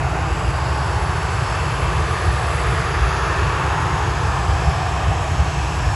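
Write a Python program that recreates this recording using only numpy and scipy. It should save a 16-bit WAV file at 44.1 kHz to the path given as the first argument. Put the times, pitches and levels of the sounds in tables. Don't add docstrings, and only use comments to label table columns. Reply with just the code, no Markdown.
import sys
import numpy as np
from scipy import signal
from scipy.fft import rfft, irfft, next_fast_len
from scipy.io import wavfile
from scipy.ndimage import uniform_filter1d

SR = 44100
rng = np.random.default_rng(int(sys.argv[2]) if len(sys.argv) > 2 else 0)


def master_out(mix):
    frames = np.transpose(np.atleast_2d(mix))
    ceiling = np.clip(frames, -1, 1)
    pcm = np.round(ceiling * 32767).astype(np.int16)
    wavfile.write(sys.argv[1], SR, pcm)


N = 262527
TIME = np.arange(N) / SR
SIZE = next_fast_len(N)
HZ = np.arange(SIZE // 2 + 1) * SR / SIZE + 1e-3


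def roar(patchy_db=1.21, hump_octaves=0.16, ground_ms=1.3, ground_radians=-1.29, grass_hz=3000):
    # time in seconds, relative level in dB, centre of a loud hump in Hz,
    # lift of the hiss in dB, lift of the highest treble in dB.
    exhaust = [(0.0, -27, 736, -5.5, -5), (0.5, -26.5, 795, -3.5, -1.5), (1.27, -26.5, 998, -0.5, 0.5),
               (1.9, -25.5, 1060, -0.5, -2), (2.55, -25.5, 1130, -0.5, -1), (2.98, -24, 1200, -1.5, -6),
               (3.4, -24, 1130, -1, -3), (3.82, -24, 940, -3, -2.5), (4.68, -26, 770, 1, 0),
               (5.1, -26, 720, -1, -0.2), (5.52, -27, 780, 1.5, 1), (5.95, -28.5, 800, 3.5, 5)]
    # frequency in Hz, level in dB.
    colour = [(170, -36), (200, -18), (270, -8), (330, -3.5), (600, -3), (850, -3.5), (1250, -3),
              (1900, -8), (2150, -11.5), (2650, -13.5), (3900, -21), (4700, -17.5), (7000, -24.5),
              (8100, -22), (9400, -32), (9900, -30), (11600, -74)]
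    zones_hz = 400, 950, 1700, 2800, 4700, 8000
    # frequency in Hz, width in Hz, lift in dB.
    ridges = [(432, 140, 1), (1164, 82, 2.5), (2660, 66, 1), (3540, 250, 2), (552, 21, -5.5),
              (2000, 26, -4), (4080, 110, -1.5), (5820, 320, -1)]
    # frequency in Hz, width in Hz, time in seconds,
    # lift in dB, half length in seconds.
    swells = [(247, 44, 2.95, -10, 0.82), (364, 37, 3.8, 2, 0.65), (372, 28, 5.7, 0, 0.71),
              (690, 97, 1.4, -0.5, .5), (2050, 130, 2.62, 4, 0.22), (2680, 410, 5.77, 3.5, 0.32),
              (730, 52, 4.7, 4, 0.24), (4500, 180, 1.05, 3.5, 0.27), (4500, 170, 5.1, -5, 0.77),
              (870, 47, 6.3, 1.5, 0.17), (560, 88, 3.7, -4, 0.71), (9100, 810, 2.3, 5.5, 0.81),
              (2670, 300, .3, 2, .15), (2650, 250, 1.4, 1.5, .3), (1050, 150, 4.9, 2, 0.23),
              (885, 60, 3.4, 3.5, 0.42), (374, 42, 3.0, -1, 0.23)]
    hz, seconds, frames = signal.stft(irfft(noise(colour), SIZE)[:N], SR, nperseg=1024)
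    hz = hz[:, None]
    octave = np.log2(hz + 1)
    times, roar_db, *columns = np.transpose(exhaust)
    hump_hz, hiss_db, top_db = (np.interp(seconds, times, column) for column in columns)
    height = np.log2(hump_hz / 1000)
    hump_db = 2.5 - 6.5 * height
    zone_db = np.array([2.5 * height, 0 * seconds, 1.5 * height - 0.4, 0.19 * top_db, hiss_db, top_db])
    blend = np.array([np.interp(octave[:, 0], np.log2(zones_hz), row) for row in np.eye(len(zones_hz))])
    db = blend.T @ zone_db + hump_db * bell(octave, np.log2(hump_hz), hump_octaves)
    db += sum(lift * bell(hz, at, width) for at, width, lift in ridges)
    db += sum(lift * bell(hz, at, width) * bell(seconds, when, half)
              for at, width, when, lift, half in swells)
    swirls = rng.standard_normal((70, len(seconds)))
    swirls = uniform_filter1d(uniform_filter1d(swirls, size=30), size=30)
    patch = np.clip(6 * (octave[:, 0] - 7), 0, 68).astype(int)
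    db += patchy_db * swirls[patch] / swirls.std()
    bounce = (0.022 + 0.026 * seconds) / (1 + (hz / grass_hz) ** 4)
    ground = 1 + bounce * np.exp(1j * (2 * np.pi * hz * ground_ms / 1000 + ground_radians))
    shaped = signal.istft(frames * undb(db) * ground, SR, nperseg=1024)[1][:N]
    running_level = np.sqrt(uniform_filter1d(shaped ** 2, SR))
    return shaped / running_level * undb(np.interp(TIME, times, roar_db) + 2.0)


def rumble(gain_db=-23, evenness=0.42, even_s=0.056, deep_hz=110):
    # frequency in Hz, level in dB.
    colour = [(20, -33), (35, -18), (43, -20.5), (52, -2.5), (65, 2), (100, -4.5), (155, -8), (175, -13),
              (205, -35), (260, -34), (330, -43)]
    # time in seconds, lift of the deep part in dB, half length in seconds.
    peaks = [(0.06, 4, .02), (0.3, 3.5, 0.023), (0.47, 4, 0.047), (1.35, 0, .03), (1.84, 5, 0.026),
             (1.98, 3, .015), (2.31, 7, .04), (2.7, 4, 0.043), (3.02, 7, 0.038), (3.43, 4, 0.034),
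             (3.95, 1, .025), (4.25, 1.5, 0.045), (4.52, 6, 0.034), (4.68, 10, 0.014), (5.1, 6, 0.046),
             (5.41, 11, 0.016), (5.9, 8, 0.036)]
    spectrum = noise(colour)
    deep_share = 1 / (1 + (HZ / deep_hz) ** 4)
    deep, upper = (irfft(spectrum * part, SIZE)[:N] for part in (deep_share, 1 - deep_share))
    power = uniform_filter1d(uniform_filter1d(deep ** 2, int(even_s * SR)), int(even_s * SR / 2))
    deep *= (np.mean(power) / power) ** (evenness / 2)
    peak_db = bumps(peaks)
    both = deep * undb(peak_db - 1) + upper * undb(0.16 * peak_db)
    return both / np.sqrt(np.mean(power)) * undb(gain_db - 0.01 * TIME)


def blades(start_hz=2686, sink_hz_per_s=7.5, slowing_hz_per_s2=0.9):
    # multiple of the rate at which blades pass, pitch wobble in Hz.
    blade_tones = [(.996, 3), (.96, 2), (2, 3), (4, 20), (2.474, 3), (2.467, 3)]
    resting_db = -59.5, -61, -60.5, -59.5, -62, -61.5
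    # time in seconds, lift in dB, half length in seconds.
    beams = [
        [(1.7, 15, .4), (2.5, 11, 0.25), (3.2, 12, 0.27)],
        [(0.1, 12, .2), (1.8, 7, 0.4), (2.5, 8, .2), (4.2, 11, .12), (5.0, 15, .25), (5.6, 13, .1)],
        [(0.1, 3, .2), (1.45, 10, 0.32), (4.25, 7, .12), (4.7, 11, 0.15), (5.0, 9, .1), (5.55, 11.5, 0.17),
         (5.9, 11, 0.078)],
        [(2.4, 8, 0.65), (5.4, -3, 0.68)],
        [(2.7, -1, 0.27), (3.9, 11, 0.44), (5.3, 10, .25)],
        [(3.4, 6.5, 1), (5.7, 9, 0.47)],
    ]
    hz = start_hz - sink_hz_per_s * TIME + slowing_hz_per_s2 * TIME ** 2 / 2
    levels = [db + bumps(rows) for db, rows in zip(resting_db, beams)]
    tones = sum(wavering_tone(multiple * hz, db, waver_db=2.5, wobble_hz=wobble)
                for (multiple, wobble), db in zip(blade_tones, levels))
    smear = undb(levels[3] / 2) * smeared_tone(4 * hz, db=-25, width_hz=140)
    return tones + smear


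def turbine(start_hz=10300, climb_hz_per_s=110):
    # time in seconds, lift in dB, half length in seconds.
    swells = [(0.1, -4, .25), (2.2, 5, 1.0)]
    hiss = smeared_tone(start_hz + climb_hz_per_s * TIME, db=-56, width_hz=290, order=3)
    return hiss * undb(bumps(swells) - wander(8))


def hum(hz=326.4, fade_s=0.71):
    return wavering_tone(hz, db=-44.5, waver_db=4.0, wobble_hz=0.8) / (1 + (TIME / fade_s) ** 4)


def scatter(base_db=-46.5, low_hz=1000, high_hz=2000):
    # frequency in Hz, level in dB.
    colour = [(250, -32), (450, -18), (550, 2), (660, 9), (1000, 6), (1400, -2), (1600, -3.5), (2650, -9.5),
              (3300, -36), (5000, -41), (6000, -70)]
    # time in seconds, lift in dB, half length in seconds.
    swells = [
        [(0.15, 1.5, 0.27), (4.5, 4, 0.61)],
        [(.75, 6, .2), (3.8, 4, .55), (5.8, -4, .3)],
        [(0.7, 2, 0.19), (5.0, -2, 1.1)],
    ]
    spectrum = noise(colour)
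    ranges = HZ < low_hz, (HZ >= low_hz) & (HZ < high_hz), HZ >= high_hz
    bands = [irfft(spectrum * inside, SIZE)[:N] for inside in ranges]
    swelling = sum(band * undb(bumps(rows)) for band, rows in zip(bands, swells))
    return swelling * undb(base_db) / np.std(sum(bands))


def flutter(base_db=-71):
    # frequency in Hz, level in dB.
    colour = [(20, -1), (70, 2), (150, 0), (250, -17), (400, -18)]
    # time in seconds, lift in dB, half length in seconds.
    swells = [(0.35, 25, 0.26), (1.0, 10, .1), (1.48, 23, 0.12), (2.25, 10, 0.11), (3.65, 12, 0.053),
              (4.0, 17, 0.066), (4.8, 23, 0.17), (5.6, 14, 0.18)]
    low_noise = level(irfft(noise(colour), SIZE)[:N], base_db)
    return low_noise * undb(bumps(swells) + wander(15))


def wavering_tone(hz, db, waver_db, wobble_hz):
    phase = 2 * np.pi * np.cumsum(hz + wobble_hz * wander(40)) / SR
    return np.sqrt(2) * undb(db + waver_db * wander(24.98)) * np.sin(phase)


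def smeared_tone(hz, db, width_hz, order=1):
    smoothing = signal.butter(order, width_hz, fs=SR)
    a, b = (level(signal.lfilter(*smoothing, rng.standard_normal(N)), db) for _ in range(2))
    phase = 2 * np.pi * np.cumsum(hz) / SR
    return a * np.sin(phase) + b * np.cos(phase)


def noise(colour):
    inside = (HZ >= colour[0][0]) & (HZ <= colour[-1][0])
    return rfft(rng.standard_normal(SIZE)) * undb(across(colour)) * inside


def across(points):
    hz, value = np.transpose(points)
    return np.interp(np.log(HZ), np.log(hz + 1e-3), value)


def wander(per_second):
    hold = int(SR / per_second)
    steps = np.repeat(rng.standard_normal(N // hold + 1), hold)
    return 1.3 * uniform_filter1d(uniform_filter1d(steps, hold), hold)[:N]


def bell(x, centre, width):
    return np.exp(-.5 * ((x - centre) / width) ** 2)


def bumps(rows):
    return sum(db * bell(TIME, when, half) for when, db, half in rows)


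def undb(db):
    return 10 ** (np.asarray(db) / 20)


def level(x, db):
    return x * undb(db) / np.sqrt(np.mean(x ** 2))


def scene(lean_below_hz=2200):
    # time in seconds, left minus right in dB.
    leaning = [(0.0, 0), (0.69, -0.5), (1.54, 0.5), (2.63, 0), (4.03, 1.0), (5.47, 0), (5.95, 0.5)]
    jet = roar()
    ahead = jet + rumble() + blades() + turbine() + hum()
    body = irfft(rfft(jet, SIZE) * np.exp(-(HZ / lean_below_hz) ** 8), SIZE)[:N]
    lean_db = np.interp(TIME, *np.transpose(leaning))
    lean = np.tanh(lean_db * np.log(10) / 40) * body
    return ahead + (scatter() + flutter() + lean) * np.array([[1], [-1]])


def record(dry, in_step=0.68, late_s=0.04, bass_cut_hz=38, top_hz=11550):
    # frequency in Hz, left's lag in half cycles.
    lags = [(20, 0), (7500, 0), (8000, .45), (8600, 1), (9560, 1), (9700, 1.15), (10160, 1.65),
            (10500, 1.88), (10900, 2), (12000, 2)]
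    # frequency in Hz, left minus right in dB.
    tilt = [(20, -0.5), (190, 0), (350, -0.56), (520, -2), (760, -1), (1140, 1), (1550, -1.4), (2300, -0.5),
            (3000, 1.5)]
    lag = across(lags)
    tilt_db = across(tilt) * (HZ < tilt[-1][0])
    left_gain = undb(tilt_db / 2) * np.exp(-.5j * np.pi * lag)
    left, right = rfft(dry, SIZE) * np.array([left_gain, 1 / left_gain])
    direct = np.where(lag > 0, in_step, 1)
    late = np.sqrt(1 - direct ** 2) * np.exp(-2j * np.pi * HZ * late_s)
    side = (left - right) / 2 * (direct + late)
    stereo = irfft((left + right) / 2 + side * np.array([[1], [-1]]), SIZE)[:, :N]
    stereo = signal.sosfilt(signal.butter(2, bass_cut_hz, "high", fs=SR, output="sos"), stereo)
    return signal.sosfilt(signal.ellip(12, .2, 80, top_hz, fs=SR, output="sos"), stereo)


dry = scene()
out = record(dry)
master_out(out)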